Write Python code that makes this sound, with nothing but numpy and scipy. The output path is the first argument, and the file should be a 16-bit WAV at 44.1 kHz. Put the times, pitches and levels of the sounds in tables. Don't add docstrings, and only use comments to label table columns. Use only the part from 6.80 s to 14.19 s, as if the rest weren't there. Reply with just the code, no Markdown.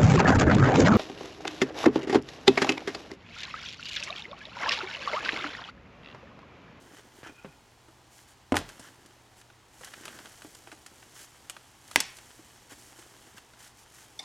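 import sys
import numpy as np
from scipy import signal
from scipy.fft import rfft, irfft, next_fast_len
from scipy.io import wavfile

SR = 44100
rng = np.random.default_rng(int(sys.argv[2]) if len(sys.argv) > 2 else 0)


def put_to_file(sound):
    columns = np.atleast_2d(sound).T
    safe = np.clip(columns, -1, 1)
    whole_steps = np.round(safe * 32767)
    wavfile.write(sys.argv[1], SR, whole_steps.astype(np.int16))


N = 325899
TIME = np.arange(N) / SR

# frequency in Hz, relative density in dB per Hz.
GARDEN_SPECTRUM = [(20, -14.5), (60, 0), (110, -2), (180, -7.5), (240, -7.5), (340, -4.5), (560, -10.5),
                   (820, -4), (1300, -11), (2400, -14), (4500, -17.5), (7000, -23), (11000, -37),
                   (15500, -35.5)]
GARDEN_DB, HUM_HZ, HUM_DB = -60, 119.7, -69.5

# start in seconds, hold in seconds, drain in dB per second, then levels in dB
LOAD_SLIDES = [(-.15, 0.11, 20, -67.5, -62, -59), (1.75, .02, 30, -60, -59, -56),
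               (2.879, 0.631, 17, -57, -63, -64.5), (3.071, .13, 53, -62.5, -55, -57),
               (4.031, 0.11, 2.5, -62.5, -65.5, -67.5), (4.969, 0.184, 12.5, -57.5, -62, -76),
               (5.982, 0.37, 54.5, -62, -64, -67), (6.992, 0.31, 30, -63.5, -68, -76)]
SWELL_S = 0.1477
STIR_LEAVES_DB, STIR_SOIL_DB, STIR_WEIGHT_DB = -69.5, -72.5, -78.5
# start in seconds, length in seconds, leaves in dB, soil in dB.
PLASTIC_SWISHES = [(0.108, 0.124, -67.5, -62.5), (0.327, 0.113, -68, -68), (0.425, 0.084, -72.5, -51.5),
                   (1.286, 0.186, -62, -70), (1.457, 0.0925, -65.5, -67.5), (2.0, 0.1197, -65, -59),
                   (2.552, 0.075, -63.5, -73.5), (3.018, 0.085, -66.5, -55), (4.322, 0.1643, -54.5, -62.5),
                   (5.886, 0.0687, -57.5, -57), (5.915, 0.228, -61.5, -88), (6.14, 0.123, -68.5, -65),
                   (6.561, 0.0338, -59, -58.5), (6.76, 0.1585, -58.5, -60.5), (6.957, 0.0976, -63, -83.5),
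                   (7.105, .18, -62, -71.5)]
# frequency in Hz, relative density in dB per Hz.
SHIFT_SPECTRUM = [(40, -26.5), (140, -9), (230, -2.5), (320, -0.5), (480, -7), (900, -16), (3000, -36)]
# frequency in Hz, relative density in dB per Hz.
SOIL_SPECTRUM = [(150, -28), (500, -4), (1100, -2), (1650, 0.5), (2000, -1), (2450, -12), (3100, 0),
                 (3900, -15.5), (6000, -10), (15000, -44)]
# frequency in Hz, relative density in dB per Hz.
LEAF_SPECTRUM = [(400, -40), (2000, -3), (4000, -3.5), (5500, -0.5), (7200, 1.5), (9000, -2), (11500, -5),
                 (15500, -16.5)]
SING_HZ, SING_WIDTH_HZ, SING_EVEN_DB, SING_EXPONENT = 1580, 480, -51.5, 1.15
GRIT_PER_S, GRIT_DB = 39, -14.5

# start in seconds, level in dB, bass in dB and treble in dB
TUB_THUDS = [(0.135, -22.5, 2.5, -11, 1.1), (0.431, -18, -7.5, -21.5, 0.47), (.463, -19, -4, -24, 1.235),
             (0.494, -20, 4, -14, 1.077), (0.6463, -12.5, -2, -32, 0.73), (.654, -18, -1, -28, 1.5),
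             (1.084, -26.5, -3, -11.5, 1.24), (1.7211, 8.4, 2, -20, 0.991), (1.7426, 2.5, -7, -26, 1.21),
             (1.756, -0.5, -11, -17.5, 1.15), (1.777, -7, 1.5, -2.5, 1.15), (1.794, -12, 5, -23.5, 1.1),
             (1.813, -17, -3.5, -20, 1.1), (1.995, -18, -3, 0, .95), (3.0102, -20, -14.5, -6.5, 1.9),
             (3.647, -17, 3.5, -20, 1.136), (3.873, -22.5, -6.5, -21, 1.3),
             (3.926, -19.5, -6.5, -9.5, 1.187), (5.174, -10, 6, -12, 1.05), (5.592, -22.5, 10, -4.5, 1.187),
             (5.919, -22, -0.5, -12, 1.08), (6.188, -22.5, -4.5, -1, 1.34), (6.545, -29, 5, -10.5, 0.736)]
# frequency in Hz, level in dB, t60 in seconds.
TUB_MODES = [(92, -5.5, 0.056), (215, -48.5, 0.041), (267.9, 5.5, 0.0637), (348, -1.5, 0.04),
             (502, -2.5, 0.0482), (602.3, -4.5, 0.0565), (702.4, -2, 0.0314), (1015.4, -10.5, 0.0864),
             (1137, -21.5, 0.025), (1473, -9, 0.03)]
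TUB_RATTLE_S, CHOKE_HALVING_DB = .033, 19

# start in seconds, length in seconds, level in dB.
RIM_SCRAPES = [(.44, .09, -57), (0.481, .3, -63), (.572, 0.038, -61)]
# frequency in Hz, width in Hz, level in dB.
WALL_RESONANCES = [(326, 125, -7), (1440, 70, -3), (2475, 128, -0.5), (3117, 210, -14.5)]

# start in seconds, length in seconds, frequency in Hz, level in dB.
TURF_BOUNCES = [(.65, 0.059, 150.8, -49.5), (1.716, 0.1126, 89.8, -38)]

# start in seconds, level in dB, bass in dB and treble in dB
# against the middle, rattle t60 in seconds, contact click in dB, pitch as a factor on the modes.
TOTE_SNAPS = [(1.7554, -13.5, -2, 2.5, .06, -3, 1.11), (1.765, -12.5, 0, 8, 0.044, -1, 0.57),
              (1.7685, 3.5, -24, -9, 0.057, 2.5, .92), (1.7891, -14, 2, 4.5, 0.113, 3.5, 0.71),
              (4.6978, -9.5, -34, 2.5, .05, -3, 1.47), (5.1597, 12.3, -19, -6.8, .015, 5.5, 1.01),
              (5.2035, 2, -20, 9, .024, -4, 0.98), (5.207, -6.5, -13, 0, .04, -1.5, 1.66)]
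# frequency in Hz, level in dB, t60 in seconds.
TOTE_MODES = [(299.5, -6.5, 0.0326), (645, -21.5, 0.05), (920, -5.5, 0.0426), (1639, 4.5, 0.0237),
              (2032, 9, 0.0211), (2250, -13, 0.028), (3100, -10.5, 0.045), (3500, -4, 0.031),
              (4520, 4.5, 0.021), (5377, -8.5, 0.0138), (5481, 7.5, 0.032), (6540, 4.5, 0.0163),
              (7810, 7, .012)]

# start in seconds, level in dB, treble in dB against the middle.
PEBBLE_TICKS = [(1.89, -19.5, -0.5), (1.899, -23, -21), (2.261, -30, 20.5), (2.614, -28, -2),
                (2.701, -28, -32), (3.046, -17.5, 11.5), (3.138, -16, -13), (3.254, -14.5, 0),
                (3.28, -14.5, -10), (3.389, -19.5, -9.5), (3.457, -19.5, -9), (3.62, -20.5, -8),
                (3.749, -23, 22), (3.873, -23.5, -24.5), (3.917, -19, -10), (4.063, -19, 1),
                (4.227, -26, -27), (4.766, -18, -12), (5.078, -28, 18.5), (5.113, -17, -1),
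                (5.369, -23.5, 14), (5.386, -22.5, -5.5), (6.581, -22, -9), (6.736, -29, -10)]
TICK_RATTLE_S = .038

# frequency in Hz, t60 in seconds.
YARD_T60 = [(100, 0.67), (300, 0.1043), (1000, 0.5028), (2500, .5), (6000, 0.28), (12000, 0.02)]
# frequency in Hz, level in dB.
YARD_LEVEL = [(80, -12), (300, -10.5), (900, -13), (1450, -15), (2050, -15.5), (2800, -11.5), (5000, -9),
              (8000, -13), (15000, -11.5)]

# frequency in Hz, side against mid in dB.
PORT_DIFFERENCE = [(100, -32.5), (1000, -49), (2200, -24.5), (5000, -23.5), (9000, -41), (15000, -46)]
EDGE_HZ = 15950


def amp(db):
    return 10 ** (np.asarray(db) / 20)


def evened(x):
    return x / np.sqrt(np.mean(x ** 2) + 1e-20)


def unit(x):
    return x / (np.linalg.norm(x) + 1e-20)


def read(points, hz):
    f, value = np.transpose(points)
    return np.interp(np.log(hz + 1), np.log(f + 1), value)


def coloured(x, spectrum):
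    size = next_fast_len(N)
    gain = amp(read(spectrum, np.fft.rfftfreq(size, 1 / SR)))
    return evened(irfft(rfft(x, size) * gain, size)[:N])


def band(x, hz, kind, order=2):
    return signal.sosfilt(signal.butter(order, hz, kind, fs=SR, output="sos"), x)


def add(mix, s, sound):
    part = mix[round(s * SR):][:len(sound)]
    part += sound[:len(part)]


def garden():
    air = coloured(rng.standard_normal(N), GARDEN_SPECTRUM)
    drift = coloured(rng.standard_normal(N), [(1, -1.5), (4, -12.5), (20, -79.5)])
    waver_hz = 0.672 * drift
    hum = np.sin(2 * np.pi * np.cumsum(HUM_HZ + waver_hz) / SR)
    return amp(GARDEN_DB) * air + amp(HUM_DB) * evened(hum)


def grains(per_s, spread_db, wash):
    sizes = amp(spread_db * np.minimum(rng.exponential(1, N), 5))
    signs = rng.choice([-1., 1.], N)
    clicks = sizes * signs * (rng.random(N) < per_s / SR)
    return evened(clicks) + wash * rng.standard_normal(N)


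def clumps(depth_db):
    unevenness = [(1, -20), (12, 0), (60, -4), (160, -25), (600, -80)]
    return amp(depth_db * coloured(rng.standard_normal(N), unevenness))


def rubbing():
    return grains(per_s=500, spread_db=3, wash=.8)


def resonate(x, hz, width_hz):
    wall = signal.iirpeak(hz, hz / width_hz, SR)
    once = signal.lfilter(*wall, x)
    return evened(signal.lfilter(*wall, once))


def blow(modes, pitch, bass_db, treble_db, t60, rattle_db, click_db, top_hz):
    t = np.arange(SR // 4) / SR
    ring = sum(amp(db - 60 * t / life) * np.cos(2 * np.pi * hz * pitch * t) for hz, db, life in modes)
    rattle = band(rng.standard_normal(len(t)) * amp(-60 * t / t60), 300, "high", order=1)
    click = t == 0
    hit = unit(ring) + amp(rattle_db) * unit(rattle) + amp(click_db) * click
    bass = unit(band(band(hit, 333, "low", order=3), 104, "high"))
    middle = unit(band(band(hit, 632, "high", order=3), top_hz * 0.2915, "low", order=4))
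    treble = unit(band(band(hit, 4430, "high", order=3), top_hz, "low", order=4))
    return unit(amp(bass_db) * bass + middle + amp(treble_db) * treble)


def pebble(treble_db):
    pitch = 0.74 + 0.168 * rng.uniform(-0.973, 1)
    return blow(TOTE_MODES, pitch, -19.0, treble_db, TICK_RATTLE_S, rattle_db=7.5, click_db=-16, top_hz=10280)


def grit(count):
    patter = np.zeros(N)
    kinds = [pebble(treble_db) for treble_db in np.linspace(-4, 22, count)]
    for kind in kinds:
        falls = grains(GRIT_PER_S / count, spread_db=2.5, wash=0)
        patter += signal.oaconvolve(falls, kind)[:N]
    return evened(patter)


def slide(start, hold, drain_db_per_s):
    age = TIME - start
    swell = np.clip(age / SWELL_S, 0, 1)
    return swell * amp(-drain_db_per_s * np.maximum(age - SWELL_S - hold, 0))


def load():
    power = amp([[STIR_LEAVES_DB], [STIR_SOIL_DB], [STIR_WEIGHT_DB]]) ** 2
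    for start, hold, drain_db_per_s, leaf_db, soil_db, weight_db in LOAD_SLIDES:
        levels = amp([[leaf_db], [soil_db], [weight_db]])
        power = power + (levels * slide(start, hold, drain_db_per_s)) ** 2
    return np.sqrt(power)


def pouring():
    leaf_gain, soil_gain, weight_gain = load()
    stones = amp(GRIT_DB) * grit(count=8) * leaf_gain
    for s, length, leaf_db, soil_db in PLASTIC_SWISHES:
        stroke = signal.windows.tukey(round(length * SR), .7)
        add(soil_gain, s, amp(soil_db) * stroke)
        add(leaf_gain, s, amp(leaf_db) * stroke)
    shifting = grains(per_s=200, spread_db=3, wash=.6) * clumps(3)
    soil_grains = grains(per_s=600, spread_db=3.4, wash=.6) * clumps(2.2)
    leaf_grains = grains(per_s=3000, spread_db=3.6, wash=1) * clumps(.8)
    shift = coloured(shifting, SHIFT_SPECTRUM) * weight_gain
    soil = coloured(soil_grains, SOIL_SPECTRUM) * soil_gain
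    leaves = coloured(leaf_grains, LEAF_SPECTRUM) * leaf_gain
    song_gain = soil_gain * (soil_gain / amp(SING_EVEN_DB)) ** SING_EXPONENT
    song = resonate(rubbing(), SING_HZ, SING_WIDTH_HZ) * song_gain
    return shift + song + stones + soil + leaves


def tub():
    out = np.zeros(N)
    for s, db, bass_db, treble_db, pitch in TUB_THUDS:
        t60 = TUB_RATTLE_S * 2 ** (-db / CHOKE_HALVING_DB)
        thud = blow(TUB_MODES, pitch, bass_db, treble_db, t60, rattle_db=-5.5, click_db=-17.5, top_hz=9350)
        cushion = 1 - np.exp(-np.arange(len(thud)) / SR / 0.000895)
        add(out, s, amp(db) * unit(thud * cushion))
    return out


def scrapes():
    pressure, slips = np.zeros(N), rubbing()
    for s, length, db in RIM_SCRAPES:
        add(pressure, s, amp(db) * signal.windows.tukey(round(length * SR), .6))
    wall = sum(amp(db) * resonate(slips, hz, width_hz) for hz, width_hz, db in WALL_RESONANCES)
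    return pressure * evened(wall)


def bounce():
    out = np.zeros(N)
    for s, length, hz, db in TURF_BOUNCES:
        t = np.arange(round(length * SR)) / SR
        envelope = np.sin(np.pi * t / length)
        add(out, s, amp(db) * envelope * np.sin(2 * np.pi * hz * t))
    return out


def tote():
    out = np.zeros(N)
    for s, db, bass_db, treble_db, t60, click_db, pitch in TOTE_SNAPS:
        snap = blow(TOTE_MODES, pitch, bass_db, treble_db, t60, rattle_db=2, click_db=click_db, top_hz=10830)
        add(out, s, amp(db) * snap)
    return out


def pebbles():
    out = np.zeros(N)
    for s, db, treble_db in PEBBLE_TICKS:
        add(out, s, amp(db) * pebble(treble_db))
    return out


def yard(x):
    out = np.zeros(N)
    turn = 2 * np.pi * 130 * TIME
    for share in (np.cos(turn), np.sin(turn)):
        signs = rng.choice([-1., 1.], SR)
        chosen = rng.random(SR) < 5000 / SR
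        taps = signs * chosen * (np.arange(SR) > .005 * SR)
        hz, t, z = signal.stft(evened(taps), SR, nperseg=256)
        t60 = read(YARD_T60, hz)[:, None]
        decay = amp(read(YARD_LEVEL, hz)[:, None] - 60 * t / t60)
        z = z * decay * np.sqrt(np.log(10 ** 6) / (t60 * SR))
        echoes = signal.istft(z, SR, nperseg=256)[1]
        out += signal.fftconvolve(x * share, echoes)[:N]
    return out


def scene():
    near = pouring() + tub() + scrapes() + bounce() + tote() + pebbles()
    mid = near + yard(near) + garden()
    port_gain = amp(read(PORT_DIFFERENCE, np.fft.rfftfreq(N, 1 / SR)))
    side = irfft(1j * rfft(mid) * port_gain, N)
    side = side + amp(-74.5) * coloured(rng.standard_normal(N), GARDEN_SPECTRUM)
    return np.array([amp(-.2) * (mid + side), mid - side])


def record(dry):
    clipped = np.clip(dry, -1, 1)
    lowpass = signal.firwin(511, EDGE_HZ, window=("kaiser", 8), fs=SR)
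    return signal.oaconvolve(clipped, lowpass[None], "same")


dry = scene()
out = record(dry)
put_to_file(out)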